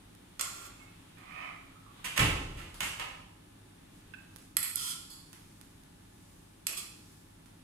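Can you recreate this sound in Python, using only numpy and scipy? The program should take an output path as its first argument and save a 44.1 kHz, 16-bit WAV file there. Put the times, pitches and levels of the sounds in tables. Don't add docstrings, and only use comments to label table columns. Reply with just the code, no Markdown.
import sys
import numpy as np
from scipy import signal
from scipy.fft import rfft, irfft, next_fast_len
from scipy.io import wavfile
from scipy.ndimage import uniform_filter1d, map_coordinates

SR = 44100
rng = np.random.default_rng(int(sys.argv[2]) if len(sys.argv) > 2 else 0)


def store_wav(level_fs):
    pcm = np.round(np.clip(np.atleast_2d(level_fs), -1, 1) * 32767)
    wavfile.write(sys.argv[1], SR, pcm.T.astype(np.int16))


def to_linear_factor(level_db):
    exponent = np.asarray(level_db, float) / 20
    return 10 ** exponent


N = 336700


def along(points, hz):
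    f, v = np.transpose(points)
    return np.interp(np.log(hz + 1), np.log(f + 1), v)


def unit(x):
    return x / np.sqrt(np.mean(x ** 2) + 1e-20)


def wobble(rate):
    knots = rng.standard_normal(int(N * rate / SR) + 4)
    return map_coordinates(knots, [np.arange(N) * rate / SR])


def filtered(x, response):
    m = 2 * next_fast_len(x.shape[-1] // 2 + 2048)
    spectrum = rfft(x, m) * response(np.fft.rfftfreq(m, 1 / SR))
    return irfft(spectrum, m)[..., :x.shape[-1]]


def body(modes, tilt_db=0, dips=(), steep=1.31):
    def response(f):
        def peak(c, w):
            return (f * w) ** 2 / ((c * c - f * f) ** 2 + (f * w) ** 2)
        power = sum(to_linear_factor(db + tilt_db * np.log2(c / 3000)) ** 2 * peak(c, w) ** steep for c, w, db in modes)
        power = power * to_linear_factor(2 * sum(db * peak(c, w) for c, w, db in dips))
        cep = irfft(np.log(power + 1e-12) / 2)
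        half = len(cep) // 2
        return np.exp(rfft(np.r_[cep[0], 2 * cep[1:half], np.zeros(len(cep) - half)]))
    return response


# frequency in Hz, likeness from -1 (opposite) to 1 (the same).
LIKENESS = [(60, 1), (110, 1), (200, 0.94), (380, 0.5), (700, -0.7), (1290, 0.36), (2380, -0.07),
            (4400, -0.13), (8120, 0.24), (15000, -0.39)]


def turn_between(hz):
    return np.arccos(np.clip(along(LIKENESS, hz), -1, 1))


def pair(length):
    hz, t, (a, b) = signal.stft(rng.standard_normal((2, length)), SR, nperseg=256)
    turn = turn_between(hz)[:, None] / 2
    left = np.cos(turn) * a + np.sin(turn) * b
    right = np.cos(turn) * a - np.sin(turn) * b
    return hz, t, np.array([left, right])


LAG = 27
# frequency in Hz, gain in dB.
LEFT_SHADE = [(500, -6.5), (1000, -3), (2300, -21), (4500, -2.5), (8000, -2), (12000, -23.5)]
# frequency in Hz, time to fall by 60 dB in seconds.
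ROOM_DECAY = [(100, 0.86), (300, 0.63), (700, 0.89), (1840, 0.67), (4850, 0.74), (12800, 0.53),
              (15800, 0.15)]


def heard(x, pan_db, room_db, onset=0.00073, lean=0.25, dull_db=-2.5):
    late = np.pad(x, (LAG, 0))[:len(x)]
    left = filtered(late, lambda hz: to_linear_factor(along(LEFT_SHADE, hz)))
    direct = np.array([left * to_linear_factor(pan_db / 2), x * to_linear_factor(-pan_db / 2)])
    hz, t, z = pair(SR)
    side = to_linear_factor(lean * (pan_db + along(LEFT_SHADE, hz)) / 2)[:, None]
    z = z * to_linear_factor(-60 * t / along(ROOM_DECAY, hz)[:, None]) * [side, 1 / side]
    tail = signal.istft(z, SR, nperseg=256)[1][:, :SR]
    tail = tail * (1 - np.exp(-(np.arange(SR) / SR / onset) ** 2))
    tail = tail * np.sqrt(2) / np.linalg.norm(tail)
    wet = signal.fftconvolve(x[None], tail, axes=1)[:, :len(x)]
    wet = filtered(wet, lambda hz: to_linear_factor(dull_db * np.log2(1 + (hz / 8000) ** 2)))
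    return direct + to_linear_factor(room_db) * wet


def add(out, s, x):
    out[:, round(s * SR):][:, :x.shape[1]] += x


def blows(out, rows, modes, dips=()):
    t = np.arange(SR) / SR
    for s, db, pan_db, tilt_db, room_db, ms in rows:
        u = t * 1000 / max(ms, .05)
        push = rfft(rng.standard_normal(SR) * u * np.exp(-2 * u))
        evenness = np.sqrt(np.abs(uniform_filter1d(np.abs(push) ** 2, size=250)) + 1e-9)
        push = irfft(push / evenness, SR) * (t < .4)
        ring = filtered(push, body(modes, tilt_db, dips))
        ring = to_linear_factor(db) * ring * np.sqrt(SR / 1000) / np.linalg.norm(ring)
        add(out, s, heard(ring, pan_db, room_db))


def rubbing(out, rows, modes, dips=(), *, pan_db, room_db, grainy_db):
    s, db, tilt_db = np.transpose(rows)
    t = s[0] + np.arange(round((s[-1] - s[0] + 1) * SR)) / SR
    grains = unit(uniform_filter1d(rng.standard_normal(len(t)), size=60))
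    grit = rng.standard_normal(len(t)) * to_linear_factor(grainy_db * grains)
    share = np.clip(.5 + np.interp(t, s, tilt_db) / 12, 0, 1)
    dull, bright = (unit(filtered(grit, body(modes, lean, dips))) for lean in (-6, 6))
    level = to_linear_factor(np.interp(t, s, db, right=-150))
    add(out, s[0], heard(level * unit((1 - share) * dull + share * bright), pan_db, room_db))


# frequency in Hz, relative level in dB per Hz.
FAN_COLOUR = [(12, -41), (20, -6), (70, -10), (100, -2.5), (132, -9), (170, -1.5), (231, -9.5), (304, -6.5),
              (475, -20), (828, -19.5), (1010, -22.5), (1700, -27), (6120, -31.5), (10700, -30),
              (15300, -39)]
# time in seconds, rise in dB.
MIDDLE_SWELL = [(0, 7), (1.1, 10), (1.9, 7.5), (2.0, 15.5), (2.7, 12.5), (3.3, 4.5), (4.25, 9), (4.5, 3.5),
                (5.3, 5.5), (7.6, 4.5)]
# middle in seconds, rise over the hiss in dB, half length in seconds.
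TREBLE_RUSTLES = [(3.97, 2.5, .04), (4.43, 4.5, 0.085), (5.4, 3.5, 0.46), (6.31, 3.5, 0.2),
                  (7.1, 5.5, 0.18)]
FAN_DB = -58.5


def fans():
    hz, t, z = pair(N)
    middle = np.interp(t, *np.transpose(MIDDLE_SWELL))
    top = sum(db * np.exp(-((t - s) / half) ** 2) for s, db, half in TREBLE_RUSTLES)
    middle_share = along([(350, 0.1), (700, 0.49), (3500, 1), (5000, 0.35)], hz)
    top_share = along([(3500, 0), (5000, 1)], hz)
    swell_db = np.outer(middle_share, middle) + np.outer(top_share, top)

    def shape(z):
        noise = signal.istft(z, SR, nperseg=256)[1][:, :N]
        return filtered(noise, lambda f: to_linear_factor(along(FAN_COLOUR, f)))
    return to_linear_factor(FAN_DB) * shape(z * to_linear_factor(swell_db)) / np.std(shape(z))


# frequency in Hz, typical peak level in dB.
MOTOR_TONES = [(48.4, -66), (102.3, -63.5), (166.9, -72), (269.2, -68), (839.8, -73), (1475, -88),
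               (1723, -78), (3628, -79.5), (8759, -77), (10013, -80), (10492, -82)]
WAVER_DB = 1.8


def motors():
    time = np.arange(N) / SR
    hum = 0
    for hz, db in MOTOR_TONES:
        level = to_linear_factor(db + WAVER_DB * wobble(4.7))
        turn = np.array([[0], [1]]) * turn_between(hz)
        hum = hum + level * np.sin(2 * np.pi * hz * time + 0.55 * wobble(6.8) + turn)
    return hum


# time in seconds, level in dB (energy per ms), left over right in dB before
# the shading, room in dB.
TICK_TIMES = [(0.1506, -51, -6, -4), (1.1834, -51.5, 2, 3), (2.7428, -41.5, 4, 8), (4.3616, -45.5, -18, 0),
              (4.368, -45, -2, -10), (4.3854, -49.5, -1.5, 7.5), (5.3304, -40.5, -2, 3.3),
              (5.6131, -44.5, -9, -1), (5.8358, -52, -2, -1), (7.4592, -53.5, -8, 7)]
TICK_TILT_DB, TICK_MS = 1.7, 0.35


def ticks(out):
    rows = [(s, db, pan_db, TICK_TILT_DB, room_db, TICK_MS) for s, db, pan_db, room_db in TICK_TIMES]
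    blows(out, rows, [(1150, 1800, 7.0), (4000, 10000, 0), (10600, 1700, 4.0)])


# frequency in Hz,
# width in Hz, mean level in dB, swing in dB, offset in radians. Levels are before the brightness tilt.
BOWL_MODES = [(391.5, 9.4, -18.5, 0, 2.5), (620, 270, -35.5, 18.5, -2.1), (1130, 320, -7, 10, 0.01),
              (1377, 85, -12.5, 9, 2.5), (2045, 410, -10.5, 5.5, -2), (2590, 480, -6.5, -5, -4),
              (3390, 460, -0.5, 7, 0.93), (4295, 530, -1.5, 5.5, 0.62), (5020, 310, -2, 7, 0.9),
              (5840, 840, -10.5, 9.5, -2.5), (7190, 560, -0.5, 5.5, -1.15), (7777, 430, -4.5, 6.5, -1.03),
              (8180, 180, 0.2, 8, 3.5), (8820, 820, -5, 4, -3), (10470, 370, -1.5, 1.5, 0.99),
              (11330, 470, 1, 8.5, -1.96), (12870, 810, -8.5, 4.5, -2.2), (14500, 450, -17.9, 15, -1.3)]
SWING_COUNTS = [2, 3, 2, 3, 4, 3, 3, 3, 3, 2, 2, 4, 4, 2, 4, 4, 3, 2]
# frequency in Hz, width in Hz, gain in dB.
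THIN_BANDS = [(3700, 160, -11.5), (6000, 190, -10)]


def bowl_modes(angle):
    modes = []
    for (hz, width, db, swing, offset), count in zip(BOWL_MODES, SWING_COUNTS):
        modes.append((hz, width, db + swing * np.cos(count * angle - offset)))
    return modes, THIN_BANDS


# time in seconds, blow in dB (energy per ms), brightness in dB per octave,
# room in dB, angle that sets the balance of the modes in radians.
SPOON_BLOWS = [(0.394, -25.5, -4.5, 5.5, 5.24), (0.41, -19, -2, 1, 5.47),
               (4.5678, -11.5, -0.86, -1.5, 1.11), (4.6282, -22, -0.5, 7.5, 1.08),
               (4.7569, -17, 18, -6, 4.74), (6.6676, -17.5, -0.4, 0.5, 1.44)]
SPOON_PAN_DB, SPOON_MS = -3.5, 2.14


def spoon_clicks(out):
    for s, db, tilt_db, room_db, angle in SPOON_BLOWS:
        blows(out, [(s, db, SPOON_PAN_DB, tilt_db, room_db, SPOON_MS)], *bowl_modes(angle))


# start in seconds, length in seconds, level in dB, swell over
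# the stroke in dB, brightness in dB per octave, angle that sets the balance of the modes in radians.
SPOON_DRAGS = [(0.439, 0.23, -53.5, 5.5, -3, 5.3), (0.761, 0.073, -64, 5, -6, 5.7),
               (4.769, .15, -36.5, 1.5, 2, 4.79), (5.105, 0.11, -47, -14, 4, 0.073),
               (6.684, 0.056, -45, -2.5, -22, 1.62), (6.775, 0.025, -33.5, -6, 1.5, 2)]
BITE_S, LET_GO_S, EDGE_DB = .02, 0.048, -29


def spoon_scrapes(out):
    for s, length, db, swell_db, tilt_db, angle in SPOON_DRAGS:
        end, end_db = s + length, db + swell_db
        stroke = [(s - BITE_S, db + EDGE_DB), (s, db), (end, end_db), (end + LET_GO_S, end_db + EDGE_DB)]
        rows = [(t, level, tilt_db) for t, level in stroke]
        rubbing(out, rows, *bowl_modes(angle), pan_db=0.0, room_db=-3.5, grainy_db=0.5)


# start in seconds, end in seconds,
# level in dB 25 ms after the start, frequency in Hz, width in Hz.
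RUBBED_TONES = [(0.796, .934, -70, 2180, 31), (0.791, .934, -68.5, 2600, 29),
                (1.756, 1.86, -70.5, 1302, 54), (1.857, 2.01, -65, 1130, 70), (5.1, 5.28, -64, 4490, 120),
                (6.682, 6.797, -55, 2570, 110)]


def whistles(out):
    for start, end, db, hz, width in RUBBED_TONES:
        rows = [(start, db + 5, 0), (start + 0.025, db, 0), (end, db - 9.0, 0)]
        rubbing(out, rows, [(hz, width, 0)], pan_db=-18.0, room_db=3.0, grainy_db=0.5)


# time in seconds, level in dB.
DRAWER_SLIDE = [(1.172, -53), (1.19, -58.5), (1.42, -43.5), (1.5, -49.5), (1.56, -70)]
# frequency in Hz, width in Hz, level in dB before the tilt.
DRAWER_MODES = [(730, 150, -2), (1080, 140, -2), (1250, 100, 0), (2020, 320, -8), (2374, 190, -4),
                (3020, 160, -17), (3380, 160, -42)]
SLIDE_TILT_DB = 7


def drawer(out):
    rows = [(s, db, SLIDE_TILT_DB) for s, db in DRAWER_SLIDE]
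    rubbing(out, rows, DRAWER_MODES, pan_db=-2, room_db=0.5, grainy_db=3.0)


# frequency in Hz, width in Hz, relative level in dB,
# time to fall by 60 dB in seconds.
LEAF_MODES = [(40, 11, -14.5, 2.2), (70, 59, -1.5, 1.27), (114, 19, -3, 0.76), (153.4, 22, 4.5, 0.31),
              (267, 58, -9, 0.97), (403, 15, -18, 0.7)]
BOOM_DB, BOOM_GROWS = 10, 2.975


def leaf_boom(blow_db):
    t = np.arange(SR) / SR
    shake = rng.standard_normal(SR)
    boom = 0
    for hz, width, db, t60 in LEAF_MODES:
        tone = unit(filtered(shake, body([(hz, width, 0)])))
        boom = boom + tone * to_linear_factor(db - 60 * t / t60)
    boom = to_linear_factor(BOOM_GROWS * blow_db + BOOM_DB) * boom * (1 - np.exp(-(t / 0.024) ** 2))
    return np.array([np.roll(boom, LAG // 2), boom])


# time in seconds, blow in dB (energy per ms), brightness in dB per octave,
# room in dB, contact time in ms.
DOOR_BLOWS = [(2.042, -22.5, 2, 3.5, 14), (2.16, -23, 0.5, 6, 12), (2.1755, -13, .8, -0.5, 3.7),
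              (2.191, -16, -0.1, 8.5, 4.3), (2.565, -31.5, -0.2, 2, 47), (2.8045, -19.5, 1.2, 3, 3.6),
              (2.824, -33, 3.7, 14, 9.7), (2.996, -25, -2, 4.5, 3)]
# frequency in Hz, width in Hz, level in dB before the tilt.
LATCH_MODES = [(460, 110, -13), (950, 640, -5), (1320, 320, -7.5), (2030, 640, -3), (2770, 630, -0.5),
               (4630, 510, -19.5), (8000, 4800, -13.5), (11300, 2300, -20)]


def door(out):
    blows(out, [(s, db, 0, *rest) for s, db, *rest in DOOR_BLOWS], LATCH_MODES)
    for s, db, *_ in DOOR_BLOWS:
        add(out, s, leaf_boom(db))


# time in seconds, level in dB (energy per ms), left over right
# in dB before the shading.
TAP_TIMES = [(4.137, -35.5, -9.5), (4.143, -33, -1)]
# frequency in Hz, width in Hz, relative level in dB.
HOLLOW_MODES = [(1560, 105, 16), (2600, 92, 15.5), (3380, 340, -10), (4100, 300, -22), (5200, 400, -17)]
TAP_ROOM_DB, TAP_MS = -5.5, 1.6


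def taps(out):
    blows(out, [(s, db, pan_db, 0, TAP_ROOM_DB, TAP_MS) for s, db, pan_db in TAP_TIMES], HOLLOW_MODES)


def scene():
    out = np.zeros((2, N + 3 * SR))
    ticks(out)
    spoon_clicks(out)
    spoon_scrapes(out)
    whistles(out)
    drawer(out)
    door(out)
    taps(out)
    return out[:, :N] + fans() + motors()


def top_cut(x):
    return signal.sosfilt(signal.butter(12, 16480, fs=SR, output="sos"), x)


TOP_HZ = 15400


def record(dry):
    mix = filtered(dry, lambda hz: to_linear_factor(-14 * np.clip((hz - TOP_HZ) / 500, 0, 3)))
    return top_cut(mix)


dry = scene()
out = record(dry)
store_wav(out)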